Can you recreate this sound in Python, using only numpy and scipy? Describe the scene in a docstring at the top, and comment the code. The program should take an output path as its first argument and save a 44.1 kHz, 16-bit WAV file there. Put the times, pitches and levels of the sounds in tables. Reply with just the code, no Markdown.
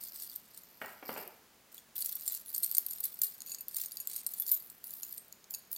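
"""A hand rummages through a heap of chains and necklaces on a table, close by in a quiet room.
At first fine links rustle and clink lightly, and a very fine chain slithers with a grainy hiss.
Around one second something knocks farther off: short bursts of coloured noise with plenty of room echo.
From two seconds the clinks grow strong: damped tones with a dry tick, and a few free pieces ring longer.
Around 3.5 seconds the links of a heavy chain ring at several pitches; the end is sparser."""
import sys
import numpy as np
from scipy import signal
from scipy.io import wavfile
from scipy.ndimage import uniform_filter1d

SR = 44100
rng = np.random.default_rng(int(sys.argv[2]) if len(sys.argv) > 2 else 0)


def unload_audio(sound):
    """Save the sound as a 16-bit wav file, at the path given as the first command line argument."""
    columns = np.transpose(np.atleast_2d(sound))
    # keep every value between -1 and 1, then stretch to whole-number steps
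    steps = np.round(np.clip(columns, -1, 1) * 32767)
    wavfile.write(sys.argv[1], SR, steps.astype(np.int16))


N = 254845  # length of the scene in samples

# tone colour of small links sliding and snapping: (frequency [Hz], relative level [dB])
SIZZLE_COLOUR = [(300, -65), (2000, -42), (5000, -27), (9500, -22), (10400, -9), (11400, -3), (12000, -4),
                 (13200, 0), (14300, -3), (15700, -7), (16500, -18)]


def amp(db):
    """Turns decibels into a factor for the wave's height."""
    return 10 ** (np.asarray(db) / 20)


def unit(x):
    """Scales a sound to an rms (average strength) of 1."""
    return x / np.sqrt(np.mean(x ** 2) + 1e-20)


def read(points, hz):
    """Reads between the points of a table, with frequency on a logarithmic scale."""
    table_hz, value = np.transpose(points)
    return np.interp(np.log(hz + 1), np.log(table_hz + 1), value)


def add(mix, start_s, sound):
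    """Mixes a sound in at the given time, cutting off what runs past the end."""
    part = mix[max(round(start_s * SR), 0):][:len(sound)]
    part += sound[:len(part)]


def colour(x, points, size=2048):
    """Filters a sound to a tone colour without pre-echo; white noise keeps its overall power."""
    gain = unit(amp(read(points, abs(np.fft.fftfreq(size, 1 / SR)))))
    # the phase that goes with this gain puts the filter's response after each input sample
    spectrum = np.exp(np.conj(signal.hilbert(np.log(gain))))
    taps = np.fft.ifft(spectrum).real
    return signal.oaconvolve(x, taps[:size // 2])[:len(x)]


def fade(t, t60):
    """A vibration left alone dies away by 60 dB in t60 seconds."""
    return np.exp(-np.log(1000) * t / max(t60, 1e-3))


def ring(t, hz, t60):
    """One way a struck object vibrates: a fading sine that starts at a random point of its cycle."""
    return np.sin(2 * np.pi * (hz * t + rng.random())) * fade(t, t60)


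def pull_shape(length):
    """A movement takes hold, lasts, is released, and settles as a few links go on slipping."""
    rise_s, release_t60 = 0.0078, 0.16
    settle_db, settle_t60 = -10.5, 0.89
    age = np.arange(round((length + 1) * SR)) / SR
    after = np.maximum(age - length, 0)
    settling = amp(settle_db) * fade(after, settle_t60)
    return np.minimum(age / rise_s, 1) * np.maximum(fade(after, release_t60), settling)


def motion():
    """Each pull of the fingers sets chains sliding; overlapping pulls add in power."""
    # pulls: (start [s], length [s], sizzle level [dB], rattle level against the sizzle [dB])
    pulls = [(0, 0.074, -49, -6.5), (0.137, 0.12, -51, -0.5), (0.293, 0.071, -52.5, -3),
             (.53, 0.056, -59.5, -0.5), (0.807, 0.12, -59, -2.5), (1.076, 0.16, -54.5, -6.5),
             (1.716, 0.069, -60, 0), (1.95, 0.17, -41, -7.5), (2.11, 0.26, -50.5, -2.5),
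             (2.266, 0.098, -44.5, -4.5), (2.455, 0.071, -49, -7.5), (2.535, 0.052, -45.5, -7.5),
             (2.623, 0.013, -32, -7.5), (2.735, 0.037, -52.5, 3), (2.875, 0.13, -48.5, -6.5),
             (3.03, 0.015, -39, -3.5), (3.205, 0.046, -39.5, -4.5), (3.453, 0.081, -50, -3),
             (3.683, 0.11, -53, -4), (3.756, 0.079, -43, -2.5), (3.9, 0.16, -59, -1),
             (4.078, 0.12, -46, -1.5), (4.28, 0.17, -48, -9), (4.461, 0.099, -38, -12.5),
             (4.833, 0.34, -50.5, -8.5), (5.496, 0.083, -52, -23), (5.705, 0.049, -46, -16)]
    sizzle_power, rattle_power = np.zeros((2, N))
    for start, length, db, rattle_db in pulls:
        shape = pull_shape(length)
        add(sizzle_power, start, (amp(db) * shape) ** 2)
        add(rattle_power, start, (amp(db + rattle_db) * shape) ** 2)
    return np.sqrt(sizzle_power), np.sqrt(rattle_power)


def tiny_contacts(per_s, spread_db, lo_hz, hi_hz, t60, ringing, scrape_t60=0.0094, count=24):
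    """Small links touch at random, unevenly hard: each a dry scrape with a trace of one link's pitch."""
    t, out = np.arange(SR // 25) / SR, np.zeros(N)
    happens = rng.random(N) < per_s / SR
    sizes = amp(spread_db * np.minimum(rng.exponential(1, N), 2.7)) * happens
    which_link = rng.integers(0, count, N)
    for k, hz in enumerate(np.linspace(lo_hz, hi_hz, count)):
        scrape = rng.standard_normal(len(t)) * fade(t, scrape_t60)
        contact = unit(scrape) + ringing * unit(ring(t, hz, t60))
        out += signal.oaconvolve(sizes * (which_link == k), contact)[:N]
    # even out the level over 40 ms, so that the motion alone shapes it later
    return out / np.sqrt(abs(uniform_filter1d(out ** 2, SR // 25)) + 1e-9)


def rustle(sizzle, rattle):
    """Fine chains slide over each other; beads and larger links rattle with the same motion."""
    # tone colour of the rattle: (frequency [Hz], relative level [dB])
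    rattle_colour = [(1000, -17.5), (2200, -8), (3400, -5), (4500, 3.5), (6000, -2), (7300, 1.5), (8800, 7),
                     (10000, 6), (11500, -7)]
    contacts = tiny_contacts(per_s=650, spread_db=6.0, lo_hz=3493, hi_hz=15830, t60=0.035, ringing=0.62)
    fine = sizzle * unit(colour(contacts, SIZZLE_COLOUR))
    coarse = rattle * unit(colour(contacts, rattle_colour))
    return fine + coarse


def link(t, hz, lo_hz, hi_hz, t60, others, ring_t60=0.062, bounces_per_s=450, bounce=0.44, count=10):
    """A link rings, sets neighbours ringing between lo_hz and hi_hz, and chatters until it settles."""
    pitches, sizes, phases = rng.uniform(lo_hz, hi_hz, count), rng.rayleigh(1, count), rng.random(count)
    neighbours = sum(size * np.sin(2 * np.pi * (f * t + phase))
                     for f, size, phase in zip(pitches, sizes, phases))
    own = unit(np.sin(2 * np.pi * hz * t))
    tone = (own + others * unit(neighbours)) * fade(t, min(t60, ring_t60))
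    chatter = bounce * (rng.random(len(t)) < bounces_per_s / SR) * fade(t, t60)
    struck = tone + signal.fftconvolve(chatter, tone)[:len(t)]
    return unit(struck) * np.sqrt(np.mean(fade(t, t60) ** 2))  # as strong as a plain fade


def clinks(rows, tick_db=-5, snap_db=-6, tick_t60=0.012, others=0.6, rise_s=0.00014, size_spread=0.015):
    """Each contact makes a dry tick and a bright snap, then a lower and an upper ring, quickly damped."""
    # kinds of link in the heap: (kind [name], typical lower ring pitch [Hz],
    # lower ring level against the upper ring [dB], time to fade by 60 dB [s])
    link_kinds = [("fine", 10000, -11.5, 0.032), ("pinched", 8920, -12, 0.0096),
                  ("plain", 8950, -1.54, 0.027), ("oval", 7250, -7.5, 0.016), ("curb", 6770, 4.1, .012),
                  ("bead", 4550, -1.5, 0.023), ("hollow", 3300, 0, .018)]
    # tone colour of the dry tick: (frequency [Hz], relative level [dB])
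    tick_colour = [(100, -35), (1500, -5.5), (3200, -9), (4500, 12.5), (6000, 7.5), (9000, -31.5),
                   (12000, 2.5)]
    t = np.arange(SR // 12) / SR
    rings, ticks, snaps = np.zeros((3, N))
    for s, high_db, high_hz, kind in rows:
        low_hz, lower_db, t60 = next(row[1:] for row in link_kinds if row[0] == kind)
        low_db = high_db + lower_db
        # in the upper group all the neighbours share one pitch
        upper = amp(high_db) * link(t, high_hz, 12000, 12000, t60, others)
        lower = amp(low_db) * link(t, low_hz * rng.normal(1, size_spread), 6530, 9810, t60, others)
        add(rings, s, (upper + lower) * (1 - np.exp(-t / rise_s)))
        contact = rng.standard_normal(len(t)) * fade(t, tick_t60)
        add(ticks, s, amp(low_db + tick_db) * contact)
        add(snaps, s, amp(high_db + snap_db) * contact)
    no_bass = signal.butter(2, 2000, "highpass", fs=SR, output="sos")  # small links radiate no bass
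    rings = signal.sosfilt(no_bass, rings)
    return rings + colour(ticks, tick_colour) + colour(snaps, SIZZLE_COLOUR)


def stray_clinks(sizzle, count=60, louder_db=3.5, spread_db=15, lo_hz=11600, hi_hz=15200):
    """Small links clink at random moments, on average harder where the chains move more strongly."""
    # kinds of link that may clink at random: kind [name]
    stray_kinds = ["fine", "pinched", "plain", "oval"]
    rows = []
    for when, size, pitch, kind in rng.random((count, 4)):
        motion_db = 20 * np.log10(sizzle[int(when * N)] + 1e-9)
        db = motion_db + louder_db + spread_db * (2 * size - 1)
        hz = np.interp(pitch, [0, 1], [lo_hz, hi_hz])
        rows.append((when * N / SR, db, hz, stray_kinds[int(kind * len(stray_kinds))]))
    return rows


def slither():
    """The finest chain makes thousands of contacts a second: a soft, grainy hiss."""
    # slithers: (start [s], length [s], level [dB])
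    slithers = [(0, 0.28, -52), (0.497, 0.68, -63), (1.049, 0.17, -50)]
    # tone colour of the hiss: (frequency [Hz], relative level [dB])
    slither_colour = [(1500, -32), (3600, -23), (4700, -3), (6500, -16), (10000, -18), (11800, -3),
                      (13300, 1.5), (14300, -1.5), (15500, -16)]
    power = np.zeros(N)
    for start, length, db in slithers:
        add(power, start, (amp(db) * pull_shape(length)) ** 2)
    contacts = tiny_contacts(per_s=2700, spread_db=17, lo_hz=4020, hi_hz=15000, t60=0.027, ringing=0.12)
    return np.sqrt(power) * unit(colour(contacts, slither_colour))


def soft_onset(t, rise_s=0.0003):
    """A free piece takes a fraction of a millisecond to start ringing."""
    return 1 - np.exp(-t / rise_s)


def heavy_chain():
    """Blows on the heavy chain's links, which the heap does not damp, ring at several pitches."""
    # blows on the links: (time [s], level [dB])
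    blows = [(1.784, -62), (3.474, -49), (3.495, -48), (3.518, -39.5), (3.585, -47.5), (3.608, -50),
             (3.971, -52), (4.002, -44), (5.033, -46), (5.541, -42), (5.761, -53)]
    # what a link rings with: (typical pitch [Hz], typical level against the blow [dB],
    # time to fade by 60 dB [s])
    modes = [(2630, -11, 0.044), (4540, 2.5, 0.019), (6860, 4.5, 0.049), (8930, -1, 0.079),
             (11670, 2, 0.067), (12560, -7, 0.049), (14820, -9, 0.12)]
    t, out = np.arange(SR // 2) / SR, np.zeros(N)
    for s, blow_db in blows:
        for hz, db, t60 in modes:
            # no two links are quite alike
            uneven_db, detune = rng.normal(0, 2), rng.normal(1, .003)
            add(out, s, amp(blow_db + db + uneven_db) * soft_onset(t) * ring(t, hz * detune, t60))
    return out


def pendants(twin=0.54):
    """Small pieces swing free of the heap; each lopsided one has two close pitches that beat."""
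    # pieces: (time [s], main pitch [Hz], main pitch's level [dB], its time to fade by 60 dB [s])
    pieces = [(2.28, 7320, -29.5, 0.042), (2.322, 11600, -42, 0.21), (2.475, 10780, -42, .16),
              (2.632, 11670, -38, 0.15), (2.632, 8570, -24.5, 0.063), (2.634, 4270, -36, .044),
              (2.897, 11692, -37.5, 0.16), (3.038, 12575, -43, 0.14), (3.219, 12600, -39, .25),
              (3.232, 13500, -27, 0.12), (3.925, 10940, -40, .07), (4.002, 11600, -36, .057),
              (4.399, 11600, -26.5, 0.073), (4.422, 3500, -47, 0.046), (4.516, 13600, -23, 0.15),
              (4.517, 3450, -58, 0.15), (4.849, 9840, -50, 0.51), (5.181, 8500, -50, 0.18),
              (5.762, 3580, -49.5, .03)]
    t, out = np.arange(SR // 2) / SR, np.zeros(N)
    for s, hz, db, t60 in pieces:
        split = rng.uniform(1.003, 1.012)
        pair = ring(t, hz, t60) + twin * ring(t, hz * split, t60 / 2)
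        add(out, s, amp(db) * soft_onset(t) * pair)
    return out


def knocks():
    """Short dull blows on wood, which radiates no deep bass: fading bursts of coloured noise."""
    # blows, before the bass is cut: (time [s], level [dB], time to fade by 60 dB [s])
    blows = [(0.8152, -33.5, 0.031), (.822, -38, 0.023), (0.845, -41, 0.025), (1.026, -42, 0.044),
             (1.0913, -31, 0.024), (1.162, -38, 0.03), (1.174, -37.5, 0.043)]
    # tone colour of the wood, before the bass is cut: (frequency [Hz], relative level [dB])
    wood_colour = [(50, -28), (100, -12), (150, -8), (260, -7), (340, 1), (600, -1.5), (780, -0.5),
                   (920, -4.5), (1250, -2.5), (1800, -6.5), (2450, -6.5), (3000, -11), (3600, -22),
                   (5000, -26), (8000, -45)]
    t, out = np.arange(SR // 8) / SR, np.zeros(N)
    for s, db, t60 in blows:
        wood = colour(rng.standard_normal(2 * len(t)), wood_colour)[len(t):]  # skip the filter's start
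        blow = wood * fade(t, t60) * (1 - np.exp(-t / .0005))
        add(out, s, amp(db) * unit(blow) * np.sqrt(np.mean(fade(t, t60) ** 2)))
    no_bass = signal.butter(3, 115, "highpass", fs=SR, output="sos")
    return signal.sosfilt(no_bass, out)


def room(x, gap_s=0.0026, size=256):
    """Countless reflections blur into a noise-like tail whose treble dies first."""
    # echo: (frequency [Hz], time to fade by 60 dB [s])
    echo_times = [(150, .65), (500, .68), (1500, .64), (3000, .52), (8000, .33), (15000, .22)]
    taps = rng.standard_normal(SR) * (np.arange(SR) > gap_s * SR)
    hz, t, spectrum = signal.stft(taps, SR, nperseg=size)
    decay = amp(-60 * t / read(echo_times, hz)[:, None])
    tail = signal.istft(spectrum * decay, SR, nperseg=size)[1]
    return signal.fftconvolve(x, tail / np.linalg.norm(tail))[:N]


def hush(air_db=-64, drone_hz=212, drone_width_hz=40, drone_db=-78):
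    """Quiet room air is coloured noise; a narrow band of noise adds a faint low drone."""
    # tone colour of the air: (frequency [Hz], relative level [dB])
    air_colour = [(15, -30), (25, -15), (188, -7.5), (274, -9), (631, -9.5), (1050, -11.5), (1710, -12),
                  (3440, -15.5), (4150, -15.5), (5730, -17), (6920, -16.5), (7500, -18.5), (8810, -19.5),
                  (10600, -18.5), (15500, -18)]
    narrow_band = signal.iirpeak(drone_hz, drone_hz / drone_width_hz, SR)
    drone = signal.lfilter(*narrow_band, rng.standard_normal(N))
    air = colour(rng.standard_normal(N), air_colour)
    return amp(air_db) * unit(air) + amp(drone_db) * unit(drone)


def scene(near_room_db=-13, far_room_db=-2.5, hiss_db=-73, hush_side_db=-20, far_side_db=-29, near_side_db=-25):
    """The jewellery is close and dry, the knocks far and echoing; the channels differ only slightly."""
    # the clearest clinks: (time [s], upper ring level [dB], upper ring pitch [Hz], kind of link [name])
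    clear_clinks = [(.072, -47, 12170, "bead"), (.157, -47, 14880, "fine"), (.222, -36, 12600, "bead"),
                    (.2974, -41.5, 13300, "bead"), (.3602, -28.5, 12960, "pinched"),
                    (.5753, -42, 13450, "plain"), (.635, -47, 13500, "oval"),
                    (1.0927, -44.5, 13300, "bead"), (1.1784, -43.5, 13400, "plain"),
                    (1.277, -36, 13900, "pinched"), (1.7452, -40, 13600, "pinched"),
                    (1.78, -43, 14800, "hollow"), (1.961, -44, 15500, "hollow"),
                    (2.0065, -31, 11400, "fine"), (2.0226, -30.5, 10800, "bead"),
                    (2.0599, -26, 11100, "oval"), (2.1115, -52, 12550, "fine"),
                    (2.1534, -29, 14440, "fine"), (2.2343, -40, 12700, "fine"),
                    (2.2782, -26, 14400, "plain"), (2.3228, -32, 12560, "fine"),
                    (2.5477, -28.5, 12900, "plain"), (2.562, -31.5, 13800, "plain"),
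                    (2.58, -26.5, 12700, "fine"), (2.631, -24, 12600, "fine"),
                    (2.6438, -31.5, 11800, "plain"), (2.6627, -24, 12600, "pinched"),
                    (2.7133, -20.5, 12800, "pinched"), (2.7228, -29, 13500, "pinched"),
                    (2.749, -25, 13080, "plain"), (2.7692, -28, 13600, "plain"),
                    (2.7822, -12, 13450, "pinched"), (2.8643, -22.5, 13600, "pinched"),
                    (2.909, -34, 12600, "plain"), (3.0036, -28.5, 14600, "fine"),
                    (3.0394, -26.5, 10870, "fine"), (3.0534, -26, 11700, "fine"),
                    (3.19, -35.5, 14810, "fine"), (3.217, -18, 12600, "oval"), (3.2344, -23, 12460, "fine"),
                    (3.405, -41, 12790, "curb"), (3.419, -38.5, 11610, "curb"),
                    (3.5466, -35, 12600, "curb"), (3.6085, -34, 13700, "fine"),
                    (3.6832, -28.5, 12700, "pinched"), (3.7452, -35, 12700, "plain"),
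                    (3.7664, -27, 15200, "plain"), (3.8152, -27, 14600, "oval"),
                    (3.919, -38, 13300, "bead"), (3.9702, -34.5, 12560, "bead"),
                    (4.0016, -31, 11530, "fine"), (4.0727, -24.5, 13060, "oval"),
                    (4.1627, -32, 12970, "plain"), (4.2652, -26, 13000, "plain"),
                    (4.3372, -31.5, 12100, "oval"), (4.3852, -40, 10700, "plain"),
                    (4.3984, -27, 13600, "fine"), (4.4217, -24.5, 11670, "pinched"),
                    (4.4647, -36, 14900, "plain"), (4.4786, -31, 13050, "oval"),
                    (4.4925, -27.5, 13900, "oval"), (4.5154, -19, 12460, "fine"),
                    (4.519, -29, 13300, "plain"), (4.5432, -28, 13500, "oval"),
                    (4.841, -31, 13500, "pinched"), (4.907, -35, 13100, "oval"),
                    (4.9377, -32, 14000, "pinched"), (5.0322, -34.5, 11400, "curb"),
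                    (5.1262, -30, 13200, "pinched"), (5.1792, -38, 11340, "plain"),
                    (5.282, -47, 13000, "pinched"), (5.3254, -43, 11500, "curb"),
                    (5.442, -52, 14730, "curb"), (5.5077, -32, 14900, "oval"), (5.539, -38, 13340, "curb"),
                    (5.5475, -33.5, 15000, "curb"), (5.7162, -30, 15700, "pinched"),
                    (5.7294, -26, 13000, "pinched"), (5.7624, -39.5, 11520, "bead")]
    # tone colour of the faint side signal: (frequency [Hz], relative level [dB])
    side_colour = [(200, 52), (1400, 51.5), (3000, -38), (7000, -15.5), (14000, -73)]
    sizzle, rattle = motion()
    metal = clinks(clear_clinks + stray_clinks(sizzle)) + rustle(sizzle, rattle)
    metal += slither() + heavy_chain() + pendants()
    far = knocks()

    mono = metal + amp(near_room_db) * room(metal)
    mono += far + amp(far_room_db) * room(far) + hush()
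    # the side signal is added on the left and subtracted on the right
    side = amp(hush_side_db) * hush() + amp(far_side_db) * room(far)
    side += amp(near_side_db) * colour(room(metal), side_colour)
    hiss = amp(hiss_db) * rng.standard_normal((2, N))
    return np.array([mono + side, mono - side]) + hiss


def record(dry):
    """A steep low-pass filter ends the sound at about 16 kHz."""
    taps = signal.firwin(511, 16050, window=("kaiser", 9), fs=SR)
    return signal.oaconvolve(dry, taps[None], "same", axes=1)


dry = scene()
out = record(dry)
unload_audio(out)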